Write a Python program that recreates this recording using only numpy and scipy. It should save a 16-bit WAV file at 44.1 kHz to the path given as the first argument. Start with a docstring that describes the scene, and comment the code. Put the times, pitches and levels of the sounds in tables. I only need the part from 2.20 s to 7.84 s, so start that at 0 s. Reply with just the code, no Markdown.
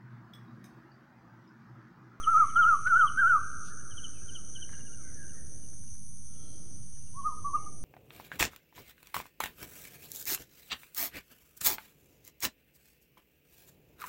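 """A bird whistles four rising, two-humped calls over an open field in the morning, and the trees echo them.
A small bird chips in quick runs, far birds answer, and perching parakeets tick and rustle softly.
Near the end the whistler gives two lower calls. Insects shrill throughout, over a distant traffic rumble.
The near calls are almost pure tones that slide in pitch; rumble, ticks and most insects are shaped noise."""
import sys
import numpy as np
from scipy import signal
from scipy.fft import rfft, irfft, next_fast_len
from scipy.io import wavfile
from scipy.ndimage import uniform_filter1d, map_coordinates

SR = 44100
rng = np.random.default_rng(int(sys.argv[2]) if len(sys.argv) > 2 else 0)


def file_out(sig):
    """Save sig as 16-bit WAV at sys.argv[1]."""
    # one column per channel
    cols = np.atleast_2d(sig).T
    # limit, then scale
    lim = np.clip(cols, -1, 1)
    pcm = np.round(lim * 32767).astype(np.int16)
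    wavfile.write(sys.argv[1], SR, pcm)


N = 248724
LEAD = SR // 2  # samples of head start, so that echoes are already in the air
TIME = np.arange(-LEAD, N) / SR  # seconds


def amp(db):
    """Turns decibels into a factor to multiply by."""
    return 10 ** (np.asarray(db) / 20)


def unit(x):
    """Scales a sound to an average (rms) strength of 1."""
    return x / np.sqrt(np.mean(x ** 2) + 1e-20)


def level_curve(rows):
    """Joins (seconds, dB) points into one volume factor per sample."""
    seconds, db = np.transpose(rows)
    return amp(np.interp(TIME, seconds, db))


def bell(x, centre, width):
    """A smooth bump of height 1."""
    return np.exp(-((x - centre) / width) ** 2)


def wobble(rate):
    """A smooth curve through `rate` random values a second."""
    at = np.arange(N + LEAD) * rate / SR
    return map_coordinates(rng.standard_normal(int(at[-1]) + 4), [at])


def coloured(x, points):
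    """Filters a sound through (Hz, dB) points, cutting steeply beyond the first and last."""
    size = next_fast_len(len(x) + 8192)
    hz, db = np.transpose(points)
    log_hz = np.log(np.fft.rfftfreq(size, 1 / SR) + 1)
    outside = np.abs(log_hz - np.clip(log_hz, np.log(hz[0]), np.log(hz[-1])))
    gain = amp(np.interp(log_hz, np.log(hz), db) - 100 * outside)
    return irfft(rfft(x, size) * gain, size)[:len(x)]


def noise(points):
    """Steady noise of strength 1, shaped by (Hz, dB) points."""
    return unit(coloured(rng.standard_normal(N + LEAD), points))


def tone(hz, db):
    """A pure tone that follows the given pitch and level."""
    return np.sqrt(2) * amp(db) * np.sin(2 * np.pi * np.cumsum(hz) / SR)


def woods(x, near_db, near_s, far_db, far_s):
    """Adds echoes from near trees and the field's far edge; they fade by 60 dB in near_s and far_s."""
    t = np.arange(2 * SR) / SR
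    out = x.copy()
    for db, fade_s, rise_s in (near_db, near_s, .015), (far_db, far_s, .05):
        tail = rng.standard_normal(len(t)) * amp(-60 * t / fade_s) * (1 - bell(t, 0, rise_s))
        out += amp(db) * signal.fftconvolve(x, tail / np.linalg.norm(tail))[:len(x)]
    return out


# The tone colours of the background. Each row: frequency in Hz, relative level in dB.
LOW_RUMBLE = [(22, -9), (45, -3.5), (75, 1.5), (130, -2), (190, -6), (260, -15), (330, -39), (430, -44)]
UPPER_RUMBLE = [(150, -29), (260, 2), (400, -5), (620, -10), (760, -15.5), (900, -48.5), (1200, -56)]
AIR_HISS = [(500, -9), (1300, 7.5), (2000, -2.5), (2500, -5), (3000, 2.5), (3500, -1.5), (4100, -6),
            (4700, 7.5), (5500, 7.5), (7100, -3.5), (7900, 2.5), (11000, -7.5), (12200, -8.5),
            (13000, -22.5), (15400, -26)]
# Dips and swells of the upper rumble. Each row: middle in seconds, half length in seconds, change in dB.
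RUMBLE_SWINGS = [(3.879, 0.27, -17), (4.8, 0.22, -10), (5.422, 0.12, 3)]


def traffic_and_air():
    """Far traffic rumbles, its upper part dipping twice and swelling once, under a faint airy hiss."""
    low = amp(-51 + .3 * wobble(6.2)) * noise(LOW_RUMBLE)
    swing_db = sum(db * bell(((TIME - s) / length) ** 2, 0, 1) for s, length, db in RUMBLE_SWINGS)
    upper = amp(-61.5 + swing_db) * noise(UPPER_RUMBLE)
    hiss = amp(-70.5 + wobble(3.6)) * noise(AIR_HISS)
    return low + upper + hiss


def near_cricket(stroke_hz=78.3, pitch_hz=6230, sweep_hz=1500, width=.22):
    """The nearest cricket: every wing stroke is a short upward sweep."""
    stroke = np.cumsum(stroke_hz * (1 + .015 * wobble(14))) / SR % 1 - .5  # -0.5 to 0.5 in each stroke
    strength = bell(stroke, 0, width) * amp(2.5 * wobble(10))
    return unit(strength * tone(pitch_hz + sweep_hz * stroke + 90 * wobble(130), 0))


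# The tone colours of the two insect choirs. Each row: frequency in Hz, relative level in dB.
CRICKET_BAND = [(5350, -48), (5600, -20), (5800, -2.5), (5950, 3), (6350, -3), (6600, -6.5), (6800, -28.5),
                (7050, -47)]
KATYDID_BAND = [(7700, -43.5), (8050, -12.5), (8400, -2.5), (8900, 2.5), (9600, -2), (10300, -3),
                (10800, -7.5), (11100, -21.5), (11500, -38)]
# How loud the crickets and one buzzing katydid are. Each row: time in seconds, relative level in dB.
CRICKET_LEVELS = [(0.1, -52), (1.13, -52), (2.45, -49.5), (2.89, -52.5), (5.55, -56)]
BUZZ_LEVELS = [(2.5, -79), (3, -65.5), (3.9, -61.5), (4.3, -68.5), (5.64, -70.5)]


def insects(buzz_hz=119):
    """Many crickets and katydids blur into two shrill bands; one of each stands out by its pulsing."""
    crickets = amp(-2 + 1.4 * wobble(25)) * noise(CRICKET_BAND) + amp(-4.5) * near_cricket()
    katydids = amp(-57 + .35 * wobble(9.1)) * noise(KATYDID_BAND)
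    strokes = (1 + np.cos(2 * np.pi * buzz_hz * TIME)) ** 2
    buzz_band = [(9700, -16.5), (10400, 1), (10800, 6.5), (11200, -12.5), (12200, -29)]
    buzz = unit(strokes * noise(buzz_band))
    return level_curve(CRICKET_LEVELS) * crickets + katydids + level_curve(BUZZ_LEVELS) * buzz


# The tone colour of a far flock. Each row: frequency in Hz, relative level in dB.
FLOCK_COLOUR = [(900, -11), (1100, -1.5), (1800, 1.5), (2500, -2.5), (2900, -8), (3600, -9.5), (4200, -20)]


def far_flock(end_s=1.2, fade_s=.2):
    """Far chatter, blurred to an uneven wash, falls silent after the rising calls."""
    fade = .5 - .5 * np.tanh((TIME - end_s) / fade_s)
    return fade * amp(-66.5 + 2.5 * wobble(12)) * noise(FLOCK_COLOUR)


# Wing rustles. Each row: middle in seconds, level in dB, half length in seconds.
RUSTLES = [(1.478, -60.5, 0.036), (2.118, -71, 0.0045), (2.58, -69, 0.011)]
# Their tone colour. 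Each row: frequency in Hz, relative level in dB.
FEATHER_COLOUR = [(2600, -4), (3900, -2), (5000, 0), (8000, -13), (15000, -22)]


def feathers():
    """A parakeet shifts its wings: short, soft swishes."""
    swishes = sum(amp(db) * bell(TIME, s, length) for s, db, length in RUSTLES)
    return swishes * noise(FEATHER_COLOUR)


# Touches on the perch. Each row: start in seconds, relative level in dB, seconds to fade by 60 dB.
TICKS = [(0.669, -35.5, 0.053), (2.49, -50, 0.079), (2.52, -51, 0.15), (2.587, -59, 0.23), (3.53, -58, .03),
         (3.635, -60.5, .04), (3.749, -63.5, 0.039), (4.77, -62.5, 0.038)]
# Their tone colour. Each row: frequency in Hz, relative level in dB.
TICK_COLOUR = [(200, -23.5), (700, -4.5), (1700, 9.5), (2400, -7.5), (3100, -18.5), (4100, -11.5),
               (5500, -27), (14000, -32.5)]


def perch_ticks(rise_s=.001):
    """Beak and claws touch the perch with a dry crackle: a short one ticks, a long one scrapes."""
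    touches = 0
    for s, db, fade_s in TICKS:
        age = np.maximum(TIME - s, 0)
        touches += amp(db - 60 * age / fade_s) * (1 - np.exp(-age / rise_s))
    crackle = amp(-.5) * touches * noise(TICK_COLOUR)
    return woods(crackle, near_db=-12.5, near_s=.2, far_db=-26, far_s=.8)


def falling_notes(notes, roughness):
    """Notes that swell and fade as their pitch drops; a fast flutter makes them hoarse."""
    out = np.zeros(N + LEAD)
    flutter = roughness * wobble(260)
    for s, hz, db, width, fall in notes:
        on = np.abs(TIME - s) < 4 * width
        position = (TIME[on] - s) / width
        swell = signal.windows.hann(len(position)) / np.cosh(1.19 * position)
        pitch = hz * np.exp(flutter[on] - 2 * fall * np.tanh(position / 2))
        out[on] += swell * tone(pitch, db)
    return out


# Far birds' sliding notes. Each row: loudest moment in seconds, pitch there in Hz, relative level in dB,
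# half length in seconds, pitch fall per half length (0.07 is about 7%).
FAR_SLURS = [(.215, 2207, -64, 0.065, .07), (.5, 2550, -70, .06, 0.049), (1.12, 2464, -71, 0.06, 0.018),
             (1.97, 2556, -68.5, 0.026, 0.059), (2.39, 1541, -62, 0.034, 0.026),
             (2.56, 1628, -61, 0.042, 0.038), (2.87, 2050, -71.5, 0.055, 0.089),
             (2.87, 1517, -61, 0.029, .04), (3.02, 1608, -59, 0.048, 0.044), (3.18, 1826, -66, 0.024, .04),
             (4.24, 1329, -75.5, 0.13, 0.011), (4.25, 3233, -74, 0.1, 0.031),
             (4.28, 4120, -78, 0.057, .005), (5.4, 2220, -73, 0.03, .05), (5.45, 793, -68.5, 0.069, 0.075)]


def far_birds():
    """Hoarse, falling notes from so far away that they are half echo."""
    slurs = falling_notes(FAR_SLURS, roughness=.028)
    return amp(2) * woods(slurs, near_db=-4.5, near_s=.5, far_db=-7.5, far_s=1.4)


# Answers to the whistler. Each row: start in seconds, pitch factor, relative level in dB.
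ANSWERS = [(1.488, 1.095, -35.5), (1.684, 1.05, -37.5), (2.006, 1.034, -37.5), (2.628, 1.04, -39.5),
           (2.959, 1.15, -43)]


def answering_bird():
    """A far bird repeats the last rising call a little higher, much of it echo."""
    start, first_s, first_hz, second_s, second_hz, end, level_db, dip_db = RISING_CALLS[-1]
    calls = 0
    for s, factor, db in ANSWERS:
        call = humped_call(start, first_s, first_hz * factor, second_s, second_hz * factor,
                           end, level_db + db, dip_db)
        calls += np.roll(call, round((s - start) * SR))
    return amp(-3.5) * woods(calls, near_db=-8, near_s=.38, far_db=-4, far_s=1.8)


def stray_chips(count, hz=2900, spread_hz=130, db=-74.5):
    """Picks random moments and pitches for faint chips from farther bushes."""
    return [(when * N / SR, hz + spread_hz * (2 * pitch - 1), db)
            for when, pitch in rng.random((count, 2))]


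# Runs of chips. Each row: time of the last chip in seconds, number of chips, pitch in Hz,
# level of the last chip in dB, step up to that chip in dB.
CHIP_RUNS = [(.043, 1, 3065, -41.5, 1), (.434, 3, 3075, -40.5, 6), (.882, 3, 3070, -40, 6.5),
             (1.85, 3, 3052, -40, 4.3), (2.161, 2, 3042, -42.5, 6), (2.429, 2, 3040, -43, 1),
             (2.738, 4, 2862, -62, -0.5), (3.102, 2, 2840, -69, 5), (4.878, 2, 2794, -72, 4),
             (5.372, 1, 2770, -64.5, -2.5)]


def small_bird(every_s=.065, build=1.6, width_s=.008, floor_hz=2680, fall=.35):
    """Quick runs of chips from a bush, most growing louder; higher chips fall more steeply."""
    runs = [(s - k * every_s, hz, db - step_db * k ** build)
            for s, count, hz, db, step_db in CHIP_RUNS for k in range(round(count))]
    notes = [(s, hz, db, width_s, fall * (1 - floor_hz / hz)) for s, hz, db in runs + stray_chips(22)]
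    chips = falling_notes(notes, roughness=.01)
    return woods(chips, near_db=-13, near_s=.18, far_db=-17.5, far_s=1.1)


# The tone colours of a whistle's overtones and breath. Each row: frequency in Hz, relative level in dB.
OVERTONE_COLOUR = [(2000, -64), (2750, -53), (3120, -29), (3450, -68.5), (4400, -70), (4800, -54.5),
                   (6500, -61.5), (7300, -48.5), (7650, -37.5), (8000, -61)]
BREATH_COLOUR = [(600, -10), (900, 9), (1900, -2.5), (2500, -6), (3300, -13), (5500, -18)]


def whistle(hz, db, start, end, waver=.0034, breath_db=-50):
    """An almost pure, slightly wavering tone with faint overtones and a trace of air noise."""
    hz, db = (uniform_filter1d(curve, size=400) for curve in (hz, db))  # round off the corners
    hz = hz * (1 + waver * wobble(150))
    gate = uniform_filter1d(1. * (TIME > start) * (TIME < end), size=600)
    on = gate > 1e-6
    fade_db = 20 * np.log10(np.sin(gate[on] * np.pi / 2) ** 2)
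    hz, db = hz[on], db[on] + fade_db
    overtones = coloured(sum(tone(k * hz, db) for k in range(2, 6)), OVERTONE_COLOUR)
    breath = amp(db + breath_db) * unit(coloured(rng.standard_normal(len(db)), BREATH_COLOUR))
    out = np.zeros(N + LEAD)
    out[on] = tone(hz, db) + overtones + breath
    return out


def arched_note(start, top_s, end, top_hz, level_db, width, swell_db_per_s):
    """The pitch rises and falls, louder where it is higher; the whole note may also swell or fade."""
    depth_hz, db_per_hz = 427, .11
    t = TIME - top_s
    drop_hz = depth_hz * t ** 2 / (width ** 2 + t ** 2)
    return whistle(top_hz - drop_hz, level_db - db_per_hz * drop_hz + swell_db_per_s * t, start, end)


def humped_call(start, first_s, first_hz, second_s, second_hz, end, level_db, dip_db):
    """The pitch scoops up to a top, sags, climbs to a second top and slides down."""
    end_hz, scoop_share, sag_share = 1111, .13, .49
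    attack_s, release_s = .012, .031
    slide = np.interp(TIME, [second_s, end], [1, 0]) ** 1.15  # steepest just after the top
    height = (np.interp(TIME, [first_s, second_s], [first_hz, second_hz]) - end_hz) * slide
    scoop = scoop_share * first_hz * np.interp(TIME, [start, first_s], [1, 0]) ** 2
    sag = sag_share * np.abs(np.sin(np.interp(TIME, [first_s, second_s], [0, np.pi]))) ** 1.5
    hz = end_hz + height * (1 - sag) - scoop
    fade_db = np.interp(TIME, [start, start + attack_s, end - release_s, end], [-21.5, 0, 0, -18])
    tops = bell(TIME, first_s, .021) + .6 * bell(TIME, second_s, .009)  # where the voice may thin
    notch_db = 10 * bell(hz, 1537, 11)  # the whistle weakens whenever it passes 1537 Hz
    return whistle(hz, level_db + fade_db - dip_db * tops - notch_db, start, end)


# The four rising calls. Each row: start in seconds, first top in seconds, its pitch in Hz, second top
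# in seconds, its pitch in Hz, end in seconds, level in dB, dip at the tops in dB.
RISING_CALLS = [(0.064, .116, 1372, .191, 1395, 0.26, -19.5, 10),
                (0.349, 0.399, 1425, .486, 1437, 0.57, -21, -1),
                (.654, .694, 1532, .784, 1534, .876, -19.5, 10.5),
                (.968, 1.002, 1592, 1.09, 1548, 1.191, -21.5, 1.5)]
# The two lower calls, each a soft and a loud note. Each row: start, top and end in seconds,
# pitch at the top in Hz, level there in dB, half width in seconds, swell in dB per second.
LOW_NOTES = [(4.938, 4.991, 5.02, 1132, -40, 0.062, 120), (5.027, 5.068, 5.14, 1254, -26.5, 0.041, 89),
             (5.246, 5.266, 5.33, 1155, -32.5, .066, -110), (5.33, 5.354, 5.378, 1225, -24.5, 0.032, 0)]


def whistler(slap_s=.118, slap_db=-20):
    """The main bird: a rising run, then two lower calls that slap back from a line of trees."""
    calls = [humped_call(*row) for row in RISING_CALLS]
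    earlier = amp(-3) * np.roll(calls[0], -round(.29 * SR))  # ends before time 0; only its echo is heard
    rising = woods(sum(calls) + earlier, near_db=-12, near_s=.18, far_db=-17.5, far_s=1.69)
    lower = sum(arched_note(*row) for row in LOW_NOTES)
    slap = amp(slap_db) * np.roll(lower, round(slap_s * SR))
    return rising + woods(lower + slap, near_db=-10, near_s=.35, far_db=-42, far_s=.69)


def scene():
    """Adds all the sources into one channel and drops the head start."""
    birds = whistler() + answering_bird() + small_bird() + far_birds() + far_flock()
    return (birds + perch_ticks() + feathers() + insects() + traffic_and_air())[None, LEAD:]


def record(dry, top_hz=15480, offset=.026):
    """Removes all treble above top_hz and lifts the wave's zero line slightly."""
    size = next_fast_len(N + 8192)
    kept = np.fft.rfftfreq(size, 1 / SR) < top_hz
    return offset + irfft(rfft(dry, size) * kept, size)[:, :N]


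dry = scene()
out = record(dry)
file_out(out)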